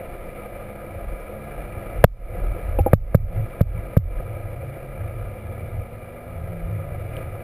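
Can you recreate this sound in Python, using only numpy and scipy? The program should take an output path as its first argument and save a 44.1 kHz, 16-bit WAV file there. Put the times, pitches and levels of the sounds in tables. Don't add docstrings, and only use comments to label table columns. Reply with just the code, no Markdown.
import sys
import numpy as np
from scipy import signal
from scipy.io import wavfile
from scipy.ndimage import uniform_filter1d

SR = 44100
rng = np.random.default_rng(int(sys.argv[2]) if len(sys.argv) > 2 else 0)


def undo_db(level):
    steps = np.asarray(level, float) / 20
    return 10 ** steps


def materialize(psi):
    bounded = np.clip(np.atleast_2d(psi).T, -1, 1)
    quanta = np.round(bounded * 32767).astype(np.int16)
    wavfile.write(sys.argv[1], SR, quanta)


N = 327663
HOLD_HZ = 12000


def evened(x):
    return x / np.sqrt(np.mean(x ** 2) + 1e-20)


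def columns(table):
    curve_s, *values = np.transpose(table)
    return [np.interp(np.arange(N) / SR, curve_s, value) for value in values]


def add(mix, start_s, sound):
    part = mix[round(start_s * SR):][:len(sound)]
    part += sound[:len(part)]


def ring(modes, pitch_factor, rise_s):
    t = np.arange(SR // 2) / SR
    body = 0
    for pitch_hz, level_db, t60_s in modes:
        body = body + undo_db(level_db - 60 * t / t60_s) * np.sin(2 * np.pi * pitch_hz * pitch_factor * t)
    return body * (1 - np.exp(-t / rise_s))


def fuzzy(pitch_hz, width_hz, steady):
    pole = np.exp(-np.pi * width_hz / SR)
    noise = rng.standard_normal((N + SR, 2)) @ [1, 1j]
    drift = signal.lfilter([1], np.convolve([1, -pole], [1, -pole]), noise)[SR:]
    drift = drift / abs(drift) ** np.clip(steady, 0, 1)
    phase = 2 * np.pi * np.cumsum(pitch_hz * np.ones(N)) / SR
    return evened((drift * np.exp(1j * phase)).real)


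# start_s [s], level_db [dB]
WASH = [(0, -36), (.7, -37.5), (1.9, -35.5), (2.75, -36), (4.3, -38.5), (5.3, -38.5), (6.2, -39.5),
        (7.05, -38), (7.43, -37.5)]
# pitch_hz [Hz], density_db [dB per Hz]
WASH_SLOPE = [(120, -5), (300, -16), (600, -6), (900, -17), (2400, -22), (2650, -34.5), (3200, -38),
              (4500, -44), (6000, -52)]
# pitch_hz [Hz], width_hz [Hz], level_db [dB]
HOUSING = [(351, 35.5, 8.5), (524, 49.6, 9), (679.3, 26, 8), (925, 47, -12.5), (1090, 17, 6.5),
           (1105.3, 65, -37.5), (1148, 174, 12.5), (1520, 52, -11.5), (1625, 70, 2), (1840, 77, -10.5),
           (1950, 204, 2.5), (2332, 107, 8), (2820, 230, 7), (3390, 110, 4.5), (3690, 100, 4.5),
           (4020, 120, 2)]


def wash():
    frames, hz = N // 256 + 5, np.fft.rfftfreq(1024, 1 / SR)
    real, imag, patches = rng.standard_normal((frames, 513, 3)).T
    patches = evened(uniform_filter1d(uniform_filter1d(patches, 10, 0), 8, 1))
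    flicker = rng.standard_normal(frames)
    slope_hz, slope_db = np.transpose(WASH_SLOPE)
    colour_db = np.interp(np.log(hz + 1), np.log(slope_hz), slope_db) - 60 * (hz > HOLD_HZ / 2)
    for pitch_hz, width_hz, level_db in HOUSING:
        colour_db += level_db * np.exp(-((hz - pitch_hz) / width_hz) ** 2)
    spectrum = (real + 1j * imag) * undo_db(colour_db[:, None] + 0.76 * patches + 1.37 * flicker)
    noise = evened(signal.istft(spectrum, nperseg=1024, noverlap=768)[1][:N])
    throb = 1 + 0.1 * np.cos(2 * np.pi * np.cumsum(columns(MOTOR)[0]) / SR)
    gust_s, gust_db, gust_length_s = 7.19, 3.5, 0.062
    puff_db = gust_db * np.exp(-((np.arange(N) / SR - gust_s) / gust_length_s) ** 2)
    return undo_db(columns(WASH)[0] + puff_db) * throb * noise


def pump():
    return undo_db(-67) * fuzzy(273, 4.2, steady=0.54)


# start_s [s], firing_hz [Hz], hum_db [dB], load [0-1.1]
MOTOR = [(0, 65.14, -49.5, 0), (.5, 68.3, -45.5, 0.26), (1.03, 66.8, -46.5, .1), (1.15, 65.2, -59, .3),
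         (1.36, 70.46, -45, 0.27), (1.55, 72.04, -46.5, 0.63), (1.78, 68, -44.5, 0.45),
         (2.0, 61.9, -47, 0.3), (2.45, 60.83, -47.5, 0.6), (3.8, 65.73, -48.5, .5), (4.5, 67, -56, 0.71),
         (4.7, 67.16, -45, 0.86), (5.1, 68.2, -48.5, 0.74), (5.85, 75.1, -50.5, 0.41), (6.2, 80.9, -47, .3),
         (6.55, 85.5, -50.5, 1.1), (6.85, 76.6, -45, 0.78), (7.15, 73, -51, .75)]
# multiple of firing_hz, level_db [dB]
UPPER_ORDERS = [(4, -60.5), (5, -57.5)]


def motor():
    firing_hz, hum_db, load = columns(MOTOR)
    load_tilt_db = 24
    tilt_db = load_tilt_db * (load - 0.5)
    second_db = hum_db + tilt_db
    third_db = hum_db - abs(tilt_db) / 2 - tilt_db / 2
    orders = [(2, second_db), (3, third_db), *UPPER_ORDERS]
    return sum(undo_db(level_db) * fuzzy(k * firing_hz, 2.6, steady=0.61) for k, level_db in orders)


def bump(start_s, length_s):
    t = np.arange(0, N + 64, 64) / SR
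    return undo_db(-np.minimum(24 * ((t - start_s) / length_s) ** 2, 120))


def shared(pushes):
    power = 0
    for start_s, level_db, length_s, lean_db in pushes:
        pair = undo_db([[level_db - lean_db / 2], [level_db + lean_db / 2]])
        power = power + (pair * bump(start_s, length_s)) ** 2
    return power


# pitch_hz [Hz], width_hz [Hz]
SLOW_MODES = [(25, 9.7), (44, 9.8), (81, 11), (106, 18)]
CALM_DB = [-49.5, -47, -51.5, -52.5]
# centre_s [s], level_db [dB], length_s [s], lean_to_rocking_db [dB]
SURGES = [(.13, -39.5, .15, 2), (.27, -42, 0.19, -7), (.58, -45, .2, 0), (1.09, -35, 0.16, 4),
          (1.18, -37.5, 0.13, -2), (1.6, -35.5, 0.15, 6), (1.8, -38.5, .18, 0), (1.99, -29, 0.074, 11),
          (2.2, -34, 0.5, 3), (2.48, -20.5, .11, 1.5), (2.75, -26.5, 0.21, 8), (2.84, -32, 0.14, -2),
          (3.04, -31, 0.33, 1), (3.3, -30.5, 0.33, -2), (3.76, -32.5, 0.18, 11.5), (4.06, -33.5, .15, 8),
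          (4.17, -28, 0.082, 2), (4.42, -40, .25, -3), (4.97, -38.5, 0.27, 0), (5.24, -38.5, 0.18, 6),
          (5.76, -38, 0.14, -4), (6.45, -43, .22, -6), (6.66, -32, .1, 8), (6.93, -39, 0.13, 0),
          (7.23, -39.5, .2, -4)]
# centre_s [s], level_db [dB], length_s [s], lean_to_front_db [dB]
FLEXES = [(.66, -51, .2, -10), (.96, -38, 0.061, -4), (1.08, -36.5, .09, -5), (1.36, -48, 0.16, 3),
          (1.75, -37, 0.11, -0.5), (1.98, -37, .1, 5), (2.33, -34, 0.052, -3), (2.5, -37, .22, -2),
          (2.74, -31, 0.13, -8.5), (2.88, -33, 0.1, -11), (3.0, -38.5, .08, -3), (3.22, -31, 0.12, 1),
          (3.4, -29.5, 0.071, 17.5), (3.69, -35, 0.13, -7), (3.78, -34.5, 0.077, 7),
          (4.05, -37.5, 0.092, -14), (4.27, -36.5, 0.23, 12.5), (4.48, -38.5, .2, 10.5),
          (4.63, -34.5, 0.16, 4), (5.04, -31.5, .12, 4.5), (5.22, -36.5, 0.23, 7.5), (5.5, -36, 0.22, 1.5),
          (5.64, -32.5, .07, 2), (5.77, -29, 0.093, -3), (5.95, -41.5, 0.27, 3), (6.42, -32, .2, 2.5),
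          (6.67, -36, .1, -10), (6.75, -32.5, .13, 9), (7.0, -34, .3, 3.5), (7.25, -36.5, .25, 4.5)]


def shove():
    calm_power = undo_db(np.array(CALM_DB))[:, None] ** 2
    power = calm_power + np.vstack([shared(SURGES), shared(FLEXES)])
    levels = [np.interp(np.arange(N) / 64, np.arange(len(p)), np.sqrt(p)) for p in power]
    rustle = undo_db(-15.5) * levels[-1] * fuzzy(145, 70, steady=0.23)
    walls = 0
    for level, (pitch_hz, width_hz) in zip(levels, SLOW_MODES):
        walls = walls + level * fuzzy(pitch_hz, width_hz, steady=0.47)
    return walls + rustle


# start_s [s], level_db [dB], pitch_hz [Hz]
NUDGES = [
    (2.37, -29, 182),
    (3.298, -26.5, 185.5),
    (3.74, -24, 173),
    (7.139, -30, 335.5),
]


def nudges():
    out = np.zeros(N)
    for start_s, level_db, pitch_hz in NUDGES:
        add(out, start_s, ring([(pitch_hz, level_db, 0.2)], 0.93, rise_s=0.017))
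    return out


# start_s [s], level_db [dB], pitch_hz [Hz]
TICKS = [
    (1.203, -46, 5700),
    (2.128, -52, 2300),
    (2.791, -17.5, 2650),
    (2.798, -31, 2500),
    (7.167, -25, 2400),
    (7.1675, -21.5, 3120),
    (7.169, -44, 4600),
]


def ticks():
    out = np.zeros(N)
    for start_s, level_db, pitch_hz in TICKS:
        add(out, start_s, ring([(pitch_hz, level_db, 0.006)], 0.96, rise_s=0.00065))
    return out


# start_s [s], ring_db [dB], late_flex_db [dB], pitch_factor, gain_drop_db [dB]
TAPS = [
    (2.788, -13, -2, 0.95, 6.5),
    (2.8628, -10.5, -37, 0.95, 4.5),
]
# pitch_hz [Hz], level_db [dB], t60_s [s]
HOLLOW = [(285.6, -10, 0.065), (366, 5, 0.029), (539, 5, 0.041), (607, 8, 0.018), (698, -14, 0.1),
          (840, -2.5, 0.089), (1230, -18, 0.024)]


def taps():
    out, t = np.zeros(N), np.arange(SR // 2) / SR
    damped_db = -np.clip(1500 * (t - 0.021), 0, 14)
    for start_s, ring_db, flex_db, pitch_factor, _ in TAPS:
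        add(out, start_s, -undo_db(ring_db + damped_db) * ring(HOLLOW, pitch_factor, rise_s=0.0018))
        flex = ring([(84.4, 0.0047, 0.096)], 1.0, rise_s=0.0045)
        add(out, start_s + 0.0154, undo_db(flex_db) * flex)
    return out


KNOCK_S = [2.0401, 2.9318, 3.1454, 3.6076, 3.9667]
# crack_db [dB], thump_db [dB], thump_lag_ms [ms], gain_drop_db [dB], overload_db [dB]
KNOCKS = [
    (14.5, 8, 3.87, 26, 9),
    (6, 1.5, 2, 22, 1),
    (-0.5, 1.5, 3.9, 18, 1.5),
    (-7.5, -0.5, 3.8, 13.5, 2),
    (-5.5, 0.5, 3.7, 16, 0.5),
]
# pitch_hz [Hz], level_db [dB], t60_s [s]
CRACK = [(608, 6, 0.016), (1421, 0.5, 0.0092), (1724, 3.5, 0.0063), (2500, -13.5, 0.012)]
# pitch_hz [Hz], level_db [dB], t60_s [s]
THUMP = [(147.2, 0.5, 0.043), (109.6, -3.5, 0.1), (40, -25, 0.35)]


def knocks():
    out, t = np.zeros(N), np.arange(SR // 2) / SR
    swell = 1 - np.exp(-t / 0.0017)
    for start_s, (crack_db, thump_db, lag_ms, _, overload_db) in zip(KNOCK_S, KNOCKS):
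        lag_s = lag_ms / 1000
        choke = undo_db(-1200 * overload_db * np.maximum(t - lag_s, 0))
        add(out, start_s, -undo_db(crack_db) * choke * swell * ring(CRACK, 0.89, rise_s=0.0018))
        flat = np.minimum(undo_db(overload_db) * ring(THUMP, 0.95, rise_s=0.0017), 1)
        sag_db = 5.0 * overload_db * (1 - np.exp(-t / 0.012))
        add(out, start_s + lag_s, undo_db(thump_db - sag_db) * flat)
    return out


def gain_drop_db():
    t = np.arange(N) / SR
    trips = [(start_s + 0.006, row[3]) for start_s, row in zip(KNOCK_S, KNOCKS)]
    trips += [(row[0] + 0.027, row[4]) for row in TAPS]
    drops_db = [(drop_db - 85 * (t - trip_s)) * (t > trip_s) for trip_s, drop_db in trips]
    return np.maximum(np.max(drops_db, 0), 0)


def uneven_gain():
    drop_db = gain_drop_db()
    falling = np.clip(np.convolve(np.diff(drop_db, prepend=0) > 3, np.ones(330))[:N], 0, 1)
    steps_db = 0.21 * np.repeat(rng.standard_normal((N // 5 + 1, 2)), 5, axis=0)[:N].T
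    left_db = -1.6 * uniform_filter1d(np.tanh(drop_db / 9), size=20)
    return undo_db(np.array([left_db, 0 * left_db]) + falling * steps_db)


def slowed(x):
    slow = signal.resample_poly(x, up=40, down=147, axis=1, padtype="line")
    return signal.resample_poly(np.repeat(slow, 4, axis=1), up=147, down=160, axis=1, padtype="line")


def scene():
    far = wash() + motor() + pump() + undo_db(-73.5) * rng.standard_normal(N)
    ducked = undo_db(-uniform_filter1d(gain_drop_db(), size=200))
    near = shove() + nudges() + ticks() + taps() + knocks()
    mono = far * ducked + near
    mono *= np.minimum((N - np.arange(N)) / 60, 1)
    return np.array([mono, mono])


def top_cut(x):
    return signal.sosfilt(signal.butter(12, 16340, fs=SR, output="sos"), x)


def record(dry):
    full = np.clip(dry, -1.15, 1.15) * uneven_gain()
    drooped = signal.lfilter(*signal.butter(1, 9.0, "high", fs=SR), full)
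    hissy = drooped + undo_db(-69.0) * rng.standard_normal(dry.shape)
    held = np.pad(slowed(hissy), ((0, 0), (127, 135)), mode="reflect")[:, :N + 254]
    edge = signal.firwin(255, 15100, fs=SR)
    limited = signal.oaconvolve(held, edge[None], "valid")
    return top_cut(np.clip(limited, -1, 1))


dry = scene()
out = record(dry)
materialize(out)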